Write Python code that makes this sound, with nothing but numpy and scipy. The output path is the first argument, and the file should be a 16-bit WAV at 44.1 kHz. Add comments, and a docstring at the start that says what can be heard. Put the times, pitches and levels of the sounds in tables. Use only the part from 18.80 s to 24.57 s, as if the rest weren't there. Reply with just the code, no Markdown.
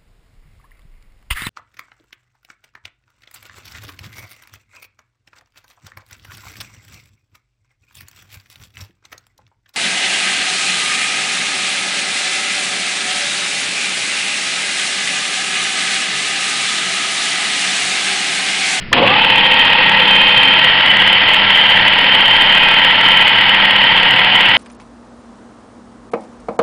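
"""A faint brush, then the clack of a switch: a geared metal lathe runs up in a third of a second.
The frame shudders, the gears howl upwards through the casing resonances, then whine and throb once a turn.
Gear tones are phase-modulated cosines locked to one spindle angle; teeth knock a resonant headstock.
The tool's thin hiss is noise through narrow resonances, heard as the microphone nears the tool post.
That narrow-band microphone just overloads: a limiter and soft saturation shape the peaks."""
import sys
import numpy as np
from scipy import signal
from scipy.fft import rfft, irfft
from scipy.io import wavfile
from scipy.ndimage import uniform_filter1d, minimum_filter1d

SR = 44100
rng = np.random.default_rng(int(sys.argv[2]) if len(sys.argv) > 2 else 0)


def log_audio(samples):
    """Write samples as a 16-bit WAV file to the path given in sys.argv[1]."""
    # one column per channel
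    frames = np.atleast_2d(samples).T
    # limit to full scale, then quantise
    limited = np.clip(frames, -1, 1)
    pcm = np.round(limited * 32767).astype(np.int16)
    wavfile.write(sys.argv[1], SR, pcm)


N = 254456
T, HZ = np.arange(N) / SR, np.fft.rfftfreq(N, 1 / SR)  # time in seconds, spectrum frequencies in Hz

# Path of the microphone. Each row: time in seconds, place from 0 (handwheel) to 1 (tool post).
MIC_PATH = [(1.1, 0.25), (1.6, 0.38), (2.0, 1)]
# Background noise of the room. Each row: frequency in Hz, relative density in dB per Hz.
ROOM_SPECTRUM = [(30, -3.5), (60, -12.5), (90, -11), (140, -8), (220, -13), (420, -21.5), (1100, -31.5),
                 (2000, -18.5), (3000, -27), (4000, -34.5), (5200, -35.5)]
# Contacts of the switch: a brush, a touch, a slam. Each row: start in seconds, level in dB, decay in seconds.
SWITCH_BLOWS = [(.01, -39, .03), (.1282, -13, .002), (.1295, -2, .007)]
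# Modes of the switch. Each row: frequency in Hz, width in Hz, relative level in dB.
SWITCH_MODES = [(500, 65, -8.5), (1360, 320, -3.5), (1780, 71, 3.5), (2080, 200, 0), (2400, 190, -1),
                (2810, 190, 1), (3200, 220, -0.5), (4160, 840, -12)]
# Modes of the shuddering frame. Each row: frequency in Hz, width in Hz, relative level in dB.
FRAME_MODES = [(128, 35, 0.5), (190, 46, -2.5), (275, 70, -1.5), (387, 95, -6), (514, 54, 3), (702, 44, 2),
               (990, 250, -1), (1110, 67, -5)]
# Modes of the headstock. Each row: frequency in Hz, width in Hz, relative level in dB at the handwheel,
# relative level in dB at the tool post.
HEADSTOCK_MODES = [(113, 18, -16.5, -11), (125, 22, -10.5, -10.5), (256, 44, -8, -14), (512, 64, -2, -8.5),
                   (646, 230, -22.5, -12), (840, 110, -5.5, -7), (990, 150, -4.5, -4), (1370, 140, -15, -9),
                   (1593, 140, -10, -5.5), (1667, 61, -4, -4.5), (1906, 190, -5, 1.5),
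                   (2017, 70, -2.5, 2.5), (2240, 190, -4.5, -2.5), (2560, 150, 4, -11),
                   (2702, 118, 2.5, 0.5), (2850, 105, -2, 1.5), (2993, 136, 1.5, 4.5), (3130, 136, 4, -3.5),
                   (3326, 127, -3, -0.5), (3417, 120, -3.5, -14), (3554, 44, -2.5, -4),
                   (3790, 540, -12, -16), (4426, 330, -17, -17), (5040, 136, -26, -23)]
# Broad clatter between those modes. Each row: frequency in Hz, relative density in dB per Hz.
CLATTER_SPECTRUM = [(20, -17.5), (60, -30.5), (110, -17.5), (300, -11.5), (400, -17.5), (800, -13.5),
                    (1200, -11.5), (2400, -3.5), (3300, -9), (3800, -18), (4300, -25), (4800, -32),
                    (5500, -32.5)]
# Casing modes that the run-up sweeps through. Each row: frequency in Hz, width in Hz, relative level in dB.
CASING_MODES = [(530, 45, -8), (817, 39, -17.5), (865, 21, -19.5), (1180, 70, -10)]
# Whine of the other gears. 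Each row: frequency in cycles per turn, mean level at full speed in dB at the
# handwheel, the same in dB at the tool post.
GEAR_TONES = [(1, -44, -44), (9, -40, -41), (33.6, -40, -42), (40, -48, -35.5), (67.2, -41, -39),
              (72, -34, -36), (73, -39, -38), (74, -40, -40), (85.05, -39, -33.5), (96, -39, -38),
              (102.8, -35, -32), (117.85, -40, -34)]
# Main mesh and its once-a-turn sidebands. Each row: frequency in cycles per turn, relative level in dB at
# the handwheel, relative level in dB at the tool post.
MESH_SIDEBANDS = [(44, -32, -34), (45, -38, -38), (46, -30.5, -35), (47, -34, -29.5), (48, -25.5, -27),
                  (49, -40, -35), (50, -23.5, -37), (51, -38, -32), (53, -38, -37)]
# Main whine, dipping while the microphone swings round. Each row: time in seconds, level change in dB.
MESH_SWELL = [(.5, 1.5), (1.2, .5), (2.1, -3), (3.3, -0.5)]
# Overtones of the drive gear. 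Each row: multiple of its mesh frequency, relative level in dB at the
# starting place, relative level in dB on the way, relative level in dB at the tool post.
DRIVE_OVERTONES = [(3, -23, -25.5, -23), (4, -25, -20, -25.5), (5, -18.5, -15, -18)]
# Modes of the tool. Each row: frequency in Hz, width in Hz, relative level in dB.
TOOL_MODES = [(1590, 35, -7), (2005, 70, -5), (2180, 40, -9), (2975, 50, 0), (3035, 40, 0), (3270, 50, -9)]

ROOM_DB = -38
# the spindle: switched on, it gains speed evenly, then eases into its top speed (higher KNEE, sharper bend)
START_S, RUN_UP_S, TOP_TURNS_PER_S, KNEE = .128, .177, 18.627, 5
# the load of the cut comes on gradually and slows the spindle a little
LOAD_S, LOAD_RISE_S, SAG_TURNS_PER_S = 1.6, .9, .02
# shudder of the frame: when it begins, time to its peak, level at the peak
SHUDDER_S, SHUDDER_RISE_S, SHUDDER_DB = 0.11, 0.094, -13.5
HUM_HZ = 200.05
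# tooth rattle: level at full speed, change towards standstill, time to set in
RATTLE_DB, CRAWL_DB, RATTLE_ATTACK_S = -10.5, -4, 0.0072
# where in the turn the main gear binds, and how far that shifts from handwheel to tool post (turns)
TIGHT_TURN, SHIFT_TURN = .516, .25
DRIVE_PER_TURN = 33.6  # drive gear mesh cycles per spindle turn
ON_THE_WAY = 0.29  # place where the microphone passes the drive gear
# hiss of the cut: mean level at the tool post, change out to the handwheel
CUT_DB, CUT_FAR_DB = -20.5, -33
MIC_EDGE_HZ, EDGE_HZ = 5400, 15900  # low-pass edges before and after the overload


def amp(db):
    """Level law: decibels to amplitude gain."""
    return 10 ** (np.asarray(db) / 20)


def unit(x):
    """Normalisation to rms 1."""
    return x / np.sqrt(np.mean(x ** 2) + 1e-20)


def curve(rows):
    """Linear interpolation of (seconds, value) rows over time."""
    return np.interp(T, *np.transpose(rows))


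def spectrum(points):
    """Spectral envelope: gain at every frequency, straight in dB over log frequency."""
    hz, db = np.transpose(points)
    return amp(np.interp(np.log(HZ + 1), np.log(hz), db))


def resonances(modes):
    """Modal response: the powers of steep-sided resonances add up; returns gain at every frequency."""
    power = 0
    for hz, width, db in modes:
        detuning = (HZ - hz) / (0.71 * width)
        power = power + (amp(db) / (1 + detuning ** 2)) ** 2
    return np.sqrt(power)


def colour(x, gain):
    """Minimum-phase filtering: causality ties phase to log gain, so each blow rings only afterwards."""
    log_gain = np.log(np.maximum(gain, 1e-5))
    mirrored = np.r_[log_gain, log_gain[-2:0:-1]]
    phase = -signal.hilbert(mirrored).imag[:len(HZ)]
    return irfft(rfft(x) * gain * np.exp(1j * phase), N)


def noise(gain):
    """Spectral shaping: white noise takes the given spectrum, at rms 1."""
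    return unit(irfft(rfft(rng.standard_normal(N)) * gain, N))


def wander(rate_hz):
    """Random modulation: noise of rms 1 confined to slow rates."""
    return noise(1 / (1 + (HZ / rate_hz) ** 4))


def low_pass(x, edge_hz, order):
    """Linear-phase filtering: a steep low-pass with its delay removed."""
    taps = signal.firwin(order, edge_hz, window=("kaiser", 8), fs=SR)
    return signal.oaconvolve(x, taps[None], "same")


def smooth(x, seconds):
    """Exponential averaging: a first-order lag with the given time constant."""
    keep = np.exp(-1 / (seconds * SR))
    return signal.lfilter([1 - keep], [1, -keep], x)


def spindle_speed():
    """Uniform acceleration with a soft knee, then a slight sag under load, in turns per second."""
    ramp = np.maximum(T - START_S, 0) / RUN_UP_S
    load = np.clip((T - LOAD_S) / LOAD_RISE_S, 0, 1)
    top_speed = TOP_TURNS_PER_S - SAG_TURNS_PER_S * load
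    return ramp / (1 + ramp ** KNEE) ** (1 / KNEE) * top_speed


def room_noise():
    """Stationary noise: the room has a fixed spectrum and level."""
    return amp(ROOM_DB) * noise(spectrum(ROOM_SPECTRUM))


def switch():
    """Impact excitation: decaying contacts shape a dense burst of noise at the metal's modes."""
    blows = np.zeros(N)
    for start_s, db, decay_s in SWITCH_BLOWS:
        age = np.maximum(T - start_s, 0)
        blows += amp(db) * (T >= start_s) * np.exp(-age / decay_s)
    return blows * noise(resonances(SWITCH_MODES))


def motor(speed, place, hum_db=-33, turned_away_db=-2, waver_db=2, slip_rad=0.12):
    """Forced vibration: the motor hums on the mains; its starting jolt shakes the frame in one quick swell."""
    age = np.maximum(T - SHUDDER_S, 0) / SHUDDER_RISE_S
    swell = (age * np.exp(1 - age)) ** 2  # peaks at 1 when age is 1
    shudder = amp(SHUDDER_DB) * swell * noise(resonances(FRAME_MODES))
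    hum = np.sqrt(2) * np.sin(2 * np.pi * HUM_HZ * T + slip_rad * wander(10))
    hum_level = amp(hum_db + turned_away_db * place + waver_db * wander(2.7)) * speed / speed.max()
    return shudder + hum * hum_level


def tooth_rattle(speed, turns, place, chance=1.32, spread_db=0.94, wear_db=1.97, twice_db=1.0,
                 twice_turn=0.041, rub=1.58, shaft_db=0.82):
    """Impact and friction: teeth knock through backlash, partly alike every turn, and rub; the headstock rings."""
    knocks = np.zeros(N)
    for teeth in (48, 72, 40):
        tooth = np.floor(teeth * turns + rng.random()).astype(int)
        at = np.flatnonzero(np.diff(tooth)) + 1  # samples where the next tooth meets
        own = rng.standard_normal(teeth)[tooth[at] % teeth]  # repeats every turn
        fresh, size = rng.standard_normal((2, N))[:, at]
        knocks[at] += np.tanh(own + chance * fresh) * amp(spread_db * size)
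    # the load follows uneven wear round the gear, its oval shape and a slower side shaft
    wear = np.interp(turns, np.arange(16) / 16, unit(rng.standard_normal(16)), period=1)
    oval = np.cos(2 * np.pi * 2 * (turns - twice_turn))
    side_shaft = np.cos(2 * np.pi * .759 * turns)
    load = amp(wear_db * wear + twice_db * oval + shaft_db * side_shaft)
    drive = (unit(knocks) + rub * rng.standard_normal(N)) * load
    modes, clatter = np.array(HEADSTOCK_MODES), spectrum(CLATTER_SPECTRUM)
    far = unit(colour(drive, np.hypot(resonances(modes[:, [0, 1, 2]]), clatter)))
    near = unit(colour(drive, np.hypot(resonances(modes[:, [0, 1, 3]]), clatter)))
    onset = np.clip((T - START_S) / RATTLE_ATTACK_S, 0, 1)
    force = onset * amp(RATTLE_DB + CRAWL_DB * (1 - speed / speed.max()))
    return force * (far + (near - far) * place)


def run_up(speed, turns, sweep_db=-30, easing=0.048, upper_db=-8, grit_rad=0.76):
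    """Swept resonance: under starting torque the gears howl upwards, juddering, and boom at each casing mode."""
    torque = np.tanh((1 - speed / speed.max()) / easing) * np.tanh(speed / 3)
    howl = np.zeros(N)
    for teeth, db in ((48, 0), (72, upper_db)):
        judder_db = 2.5 * wander(70)
        howl += amp(db + judder_db) * np.cos(2 * np.pi * teeth * turns + grit_rad * wander(90))
    return np.sqrt(2) * colour(torque * howl, amp(sweep_db) + resonances(CASING_MODES))


def gear_whine(speed, turns, place, waver_db=3.5, slip_rad=0.27, build=0.83):
    """Synchronous tones: each gear sings a multiple of the spindle speed, wavering with its load."""
    out = np.zeros(N)
    for per_turn, far_db, near_db in GEAR_TONES:
        level = amp(far_db + (near_db - far_db) * place + waver_db * wander(2.3))
        phase = 2 * np.pi * (per_turn * turns + rng.random()) + slip_rad * wander(12)
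        out += level * np.cos(phase)
    return np.sqrt(2) * out * (speed / speed.max()) ** build


def main_mesh(speed, turns, place, build=2.0, flutter_db=1.0, stagger_rad=0.42):
    """Sideband modulation: an off-centre gear's whine swells and slides upwards at one tight spot a turn."""
    angle = 2 * np.pi * (turns - TIGHT_TURN - SHIFT_TURN * place)
    teeth, scatter_rad, lag_rad = 48, .45, .16
    mesh = 2 * np.pi * teeth * turns + stagger_rad * place * wander(40)
    out = np.zeros(N)
    for per_turn, far_db, near_db in MESH_SIDEBANDS:
        side = per_turn - teeth
        # the gear drags, then springs free: the higher sidebands come later in the turn
        phase = mesh + side * angle - lag_rad * side ** 2 + scatter_rad * wander(3.8)
        out += amp(far_db + (near_db - far_db) * place) * np.cos(phase)
    level = amp(curve(MESH_SWELL) + flutter_db * wander(25))
    return np.sqrt(2) * out * level * (speed / speed.max()) ** build


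def drive_gear(speed, turns, place, build=3, swell_db=3.5):
    """Harmonic series: the drive gear rings on overtones that flutter and swell, quivering more near the cut."""
    quiver = (.15 + .04 * place) * wander(45)
    mesh = 2 * np.pi * DRIVE_PER_TURN * turns + quiver
    flutter_db = 2.2 * wander(50) - 1.5 - 1.5 * place
    out = np.zeros(N)
    for multiple, *levels in DRIVE_OVERTONES:
        place_db = np.interp(place, [place.min(), ON_THE_WAY, 1], levels)
        level_db = place_db + swell_db * wander(2.5)
        out += amp(level_db + flutter_db) * np.cos(multiple * mesh)
    return np.sqrt(2) * out * (speed / speed.max()) ** build


def cutting(speed, place, flutter_db=2, drift_db=2.0):
    """Friction excitation: the chip scrapes over the tool and rings it unevenly, heard only close to it."""
    level_db = CUT_DB + CUT_FAR_DB * (1 - place) + drift_db * wander(1.5) + flutter_db * wander(30)
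    return amp(level_db) * speed / speed.max() * noise(resonances(TOOL_MODES))


def scene():
    """Superposition: all sources add, and one spindle angle drives all the gears."""
    speed, place = spindle_speed(), np.clip(curve(MIC_PATH), 0, 1)
    turns = np.cumsum(speed) / SR
    mix = room_noise() + switch() + motor(speed, place)
    mix += tooth_rattle(speed, turns, place) + run_up(speed, turns)
    mix += gear_whine(speed, turns, place) + main_mesh(speed, turns, place)
    mix += drive_gear(speed, turns, place) + cutting(speed, place)
    return mix[None]


def limit(x, ceiling):
    """Partial limiting: the gain dips for two or three milliseconds round each peak above the ceiling."""
    gain = np.sqrt(ceiling / np.maximum(abs(x), ceiling))  # takes off half the excess in dB
    held = minimum_filter1d(gain, size=61)
    return x * uniform_filter1d(uniform_filter1d(held, size=31), size=31)


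def record(dry, lift_db=9, threshold_db=-26, ceiling=0.99, hardness=18):
    """Gain control and saturation: the lift backs off at the start; the highest peaks spit faint treble."""
    narrow = low_pass(dry, MIC_EDGE_HZ, order=255)
    level_db = 10 * np.log10(smooth(narrow ** 2, 0.0092) + 1e-12)
    back_off_db = smooth(np.clip(level_db - threshold_db, 0, lift_db), 0.0043)
    loud = limit(narrow * amp(lift_db - back_off_db), ceiling)
    saturated = loud / (1 + abs(loud) ** hardness) ** (1 / hardness)
    return low_pass(saturated, EDGE_HZ, order=511)


dry = scene()
out = record(dry)
log_audio(out)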